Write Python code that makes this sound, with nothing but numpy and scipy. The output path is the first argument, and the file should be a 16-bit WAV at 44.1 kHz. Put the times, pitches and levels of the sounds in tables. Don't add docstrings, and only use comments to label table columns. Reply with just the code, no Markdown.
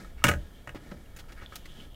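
import sys
import numpy as np
from scipy import signal
from scipy.fft import rfft, irfft
from scipy.io import wavfile

SR = 44100
rng = np.random.default_rng(int(sys.argv[2]) if len(sys.argv) > 2 else 0)


def wrap_up_sound(samples):
    columns = np.atleast_2d(samples).T
    tamed = np.clip(columns, -1, 1)
    steps = np.round(tamed * 32767).astype(np.int16)
    wavfile.write(sys.argv[1], SR, steps)


def to_linear_factor(level_db):
    exponent = np.asarray(level_db, float) / 20
    return 10 ** exponent


N = 85995

# frequency in Hz, relative level in dB, 60 dB decay time in seconds.
PLATE_MODES = [(1270, -2.5, 0.036), (1462, -8, 0.069), (1628, -0.5, 0.024), (1850, 2.5, 0.019),
               (2070, -2, 0.018), (2230, -4.5, 0.04), (2574, -5, 0.016), (2870, -9, 0.04)]
# frequency in Hz, relative level in dB, 60 dB decay time in seconds.
TABLE_MODES = [(43.8, -1.5, 0.23), (80.8, -10, 0.3), (131.1, -6, 0.27), (187.4, -10.5, 0.21),
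               (224.5, -10, .15), (303, -7.5, .12), (473, -9.5, 0.071), (581.3, -2, 0.083),
               (838, -13, 0.08)]
UNEVEN_DB = 2.5


def evened(x):
    return x / np.sqrt(np.mean(x ** 2) + 1e-20)


def read(points, hz):
    f, value = np.transpose(points)
    return np.interp(np.log(hz + 1), np.log(f + 1), value)


def curve(points):
    s, db = np.transpose(points)
    return to_linear_factor(np.interp(np.arange(N) / SR, s, db))


def add(mix, s, sound):
    part = mix[round(s * SR):][:len(sound)]
    part += sound[:len(part)]


def coloured(x, points, tilt_db=0):
    hz = np.fft.rfftfreq(len(x), 1 / SR)
    tilt = tilt_db * np.log2(hz / 2000 + 0.14)
    gain = to_linear_factor(read(points, hz) + tilt)
    return evened(irfft(rfft(x) * gain, len(x)))


def gritty(count, spread_db):
    boost_db = spread_db * np.minimum(rng.exponential(1, count), 4)
    return rng.standard_normal(count) * to_linear_factor(boost_db)


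def ring(modes, seconds, spread_db):
    t = np.arange(round(seconds * SR)) / SR
    luck = rng.standard_normal(len(modes))
    signs = rng.choice([-1., 1.], len(modes))
    x = np.zeros(len(t))
    for (hz, db, t60), u, sign in zip(modes, luck, signs):
        x += sign * to_linear_factor(db + spread_db * u - 60 * t / t60) * np.sin(2 * np.pi * hz * t)
    return x / abs(x).max()


def stroke(length):
    progress = np.minimum(np.arange(8192) / SR / length, 1)
    return np.sin(np.pi * progress ** 0.55)


def background():
    # frequency in Hz, relative density in dB per Hz.
    hum = [(11, -29), (18, 16.5), (47, -2.5), (683, -20.5), (2600, -40), (3260, -28), (4330, -44.5),
           (14300, -38), (16000, -44)]
    # time in seconds, rumble level in dB.
    rumble = [(0.0, -51.5), (0.362, -36), (0.498, -53.5), (1.096, -53), (1.726, -51.5), (1.95, -50)]
    rumble_tone = [(15, -33), (35, -2), (60, 0), (110, -20.5), (250, -52), (800, -67)]  # Hz, dB per Hz
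    low = coloured(rng.standard_normal(N), rumble_tone)
    return to_linear_factor(-48) * coloured(rng.standard_normal(N), hum) + curve(rumble) * low


def room(x):
    # frequency in Hz, 60 dB decay time in seconds.
    decay = [(100, 0.35), (400, 0.35), (1100, 0.17), (3000, 0.14), (8000, 0.19)]
    reflections = np.zeros(SR // 2)
    at = np.arange(200, SR // 2 - 20, 20)
    reflections[at + rng.integers(0, 20, len(at))] = rng.choice([-1., 1.], len(at))
    hz, t, z = signal.stft(reflections, SR, nperseg=256)
    fall = to_linear_factor(-60 * t / read(decay, hz)[:, None])
    tail = signal.istft(z * fall, SR, nperseg=256)[1]
    return signal.fftconvolve(x, tail / np.linalg.norm(tail))[:N]


def rubbing():
    # time in seconds, level of the direct sound in dB.
    drag = [(0.0, -49), (0.156, -64.5), (0.308, -58), (0.738, -63), (0.874, -55.5), (1.02, -60.5),
            (1.232, -62.5), (1.368, -59.5), (1.644, -61.5), (1.84, -56), (1.95, -74)]
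    # frequency in Hz, relative density in dB per Hz.
    drag_tone = [(88, -38), (150, -2), (1570, -26.5), (2140, -38.5), (3710, -25), (7050, -30.5),
                 (12000, -37), (15600, -45), (22000, -120)]
    grit = gritty(N, 2.9)
    plate = evened(signal.fftconvolve(grit, ring(PLATE_MODES, .2, 0))[:N])
    return curve(drag) * (coloured(grit, drag_tone) + to_linear_factor(-5.5) * plate)


def slide(length, db):
    centre_hz, width_hz = 3180, 550
    band = [(centre_hz - 2 * width_hz, -30), (centre_hz - width_hz / 2, -4), (centre_hz, 0),
            (centre_hz + width_hz / 2, -4), (centre_hz + 2 * width_hz, -16), (16000, -30)]
    return to_linear_factor(db) * stroke(length) * coloured(gritty(8192, 6.4), band)


def scuff(length, db, tilt_db, plate_db):
    # frequency in Hz, relative density in dB per Hz.
    scuff_tone = [(500, -11), (1050, -11), (1330, -6), (1650, -11), (2500, -8.5), (4500, -10), (9000, -18),
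                  (15500, -21.5)]
    grit = gritty(8192, 2.97)
    plate = signal.fftconvolve(grit, ring(PLATE_MODES, .2, UNEVEN_DB))
    plate = evened(plate[4096:12288])
    return to_linear_factor(db) * stroke(length) * (coloured(grit, scuff_tone, tilt_db) + to_linear_factor(plate_db) * plate)


def tick(db, hz, t60, snap_db):
    t = np.arange(4096) / SR
    snap_t60 = 0.0034
    snap = to_linear_factor(snap_db - 60 * t / snap_t60) * rng.standard_normal(4096)
    rise = np.minimum(t / 0.00031, 1)
    tone = rise * to_linear_factor(-60 * t / t60) * np.sin(2 * np.pi * hz * t)
    return to_linear_factor(db) * (tone + snap)


def tap(db, half_push_ms):
    push = np.hanning(max(round(half_push_ms * SR / 500), 8))
    out = to_linear_factor(-4.5) * ring(TABLE_MODES, .4, UNEVEN_DB)
    out[:len(push) - 1] += np.diff(push) / np.diff(push).max()
    return to_linear_factor(db) * out


def knock(db, clatter_db, thump_db, hard_db):
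    # frequency in Hz, relative density in dB per Hz.
    clatter_tone = [(300, -12.5), (1000, -9), (1500, -8), (2500, -2.5), (4500, -14.5), (6900, -8.5),
                    (10000, -16), (15500, -17.5)]
    contact_s, clatter_t60, crack_t60 = 0.0017, 0.072, 0.014
    t = np.arange(4096) / SR
    contact = gritty(4096, 4.74) * np.exp(-t / contact_s)
    modes = [(hz, level + hard_db * np.log2(hz / 1300), t60) for hz, level, t60 in PLATE_MODES]
    plate = signal.fftconvolve(contact, ring(modes, .4, UNEVEN_DB))[:round(.4 * SR)]
    out = plate / abs(plate).max() + to_linear_factor(thump_db) * ring(TABLE_MODES, .4, UNEVEN_DB)
    fall = to_linear_factor(-60 * t / clatter_t60) + to_linear_factor(-60 * t / crack_t60)
    clatter = fall * coloured(gritty(4096, 2.93), clatter_tone, hard_db)
    out[:4096] += to_linear_factor(clatter_db - 11.5) * clatter
    return to_linear_factor(db) * out


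def scene():
    # start in seconds, length in seconds, level in dB.
    slides = [(.37, 0.17, -66), (.53, 0.15, -65), (.78, 0.1, -72.5), (1.49, 0.15, -60), (1.58, 0.22, -63.5),
              (1.68, 0.12, -58.5), (1.75, 0.15, -56), (1.9, .08, -63.5)]
    # start in seconds, length in seconds, level in dB,
    # treble tilt in dB per octave, plate level against the grit in dB.
    scuffs = [(0., 0.022, -63.5, -6, -18), (.17, 0.091, -59.5, -4.5, -2.5), (.748, 0.038, -47.5, -5, -8),
              (.85, 0.095, -65, -12, -7), (.912, 0.019, -46.5, -5.5, -9), (1.162, 0.026, -51.5, 3, -6),
              (1.186, 0.031, -48.5, -0.5, -9), (1.283, 0.042, -59, -1, 1), (1.32, 0.017, -50, -2.5, -13),
              (1.362, 0.072, -60.5, -2.5, 3.5), (1.41, 0.056, -50.5, -5, -6), (1.52, 0.05, -60, 2, -2),
              (1.555, 0.019, -43, 1, -13), (1.654, .018, -49, -1.5, -14), (1.78, 0.058, -63, -4.5, -10)]
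    # start in seconds, level in dB, pitch in Hz,
    # 60 dB decay time in seconds, snap level against the ring in dB.
    ticks = [(.0472, -43, 1285, .04, -25), (.2209, -39, 1272, 0.044, -20.5), (.5575, -54, 3370, .02, -14),
             (.7485, -48.5, 1300, 0.034, 4), (.914, -55, 1110, 0.014, -1), (1.06, -50, 2830, .015, -12.5),
             (1.1645, -42, 7000, .015, -8), (1.171, -48, 6300, 0.0093, -6), (1.241, -48, 1270, .02, -14),
             (1.301, -46, 1340, 0.049, -17), (1.321, -47, 2340, 0.01, 2), (1.421, -43.5, 1273, 0.046, -20),
             (1.4615, -31.5, 3460, 0.0095, -30), (1.5576, -37.5, 3700, 0.013, 7),
             (1.5625, -44, 2780, 0.015, 6), (1.657, -42, 2037, 0.023, -11),
             (1.695, -48.5, 3530, 0.012, -17), (1.8017, -40, 2990, 0.023, -17),
             (1.9454, -43.5, 3080, .015, -14)]
    # start in seconds, peak level of the push in dB, half the push length in ms.
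    taps = [(0.747, -38, 0.8), (0.756, -33.5, 1.5), (0.862, -40, 2.7), (0.918, -38.5, 1.84),
            (0.923, -35, 2.14), (0.945, -43, 2.2), (1.424, -43.5, 2.04), (1.787, -41.5, 1.96)]
    # start in seconds, peak level of the plate in dB, clatter level in dB
    # (before a common cut), table thump against the plate in dB, hardness tilt in dB per octave.
    knocks = [(.2402, -8.5, 1, -10, -0.5), (.2448, -11, -2.5, -10, -8.5), (.2526, -15, -25, -4, -10),
              (.268, -22, 5.5, -25, -3), (.2765, -32.5, -9, -27, -20), (.2828, -17, 4, -9.5, -3),
              (.2878, -14.5, -4, -11, 1.5), (.2935, -17, -5.5, -2, -6), (.3137, -21, 0.5, -7, -5.5),
              (.3368, -30, -0.5, 2, -4.5), (.6735, -31.5, -3.5, -3.5, -4.5), (.6923, -33, -4, -18, -5),
              (1.5226, -37, -6.5, -15, -7), (1.5375, -45, -7, -21, -8)]
    near = rubbing()
    contacts = ((slides, slide), (scuffs, scuff), (ticks, tick), (taps, tap), (knocks, knock))
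    for rows, source in contacts:
        for s, *settings in rows:
            add(near, s, source(*settings))
    return (near + to_linear_factor(-11) * room(near) + background())[None]


def low_pass(x):
    return signal.sosfilt(signal.butter(12, 16850, fs=SR, output="sos"), x)


def record(dry):
    lowpass = signal.firwin(255, 15900, window=("kaiser", 9), fs=SR)
    mix = signal.oaconvolve(dry, lowpass[None], "same")
    return low_pass(mix)


dry = scene()
out = record(dry)
wrap_up_sound(out)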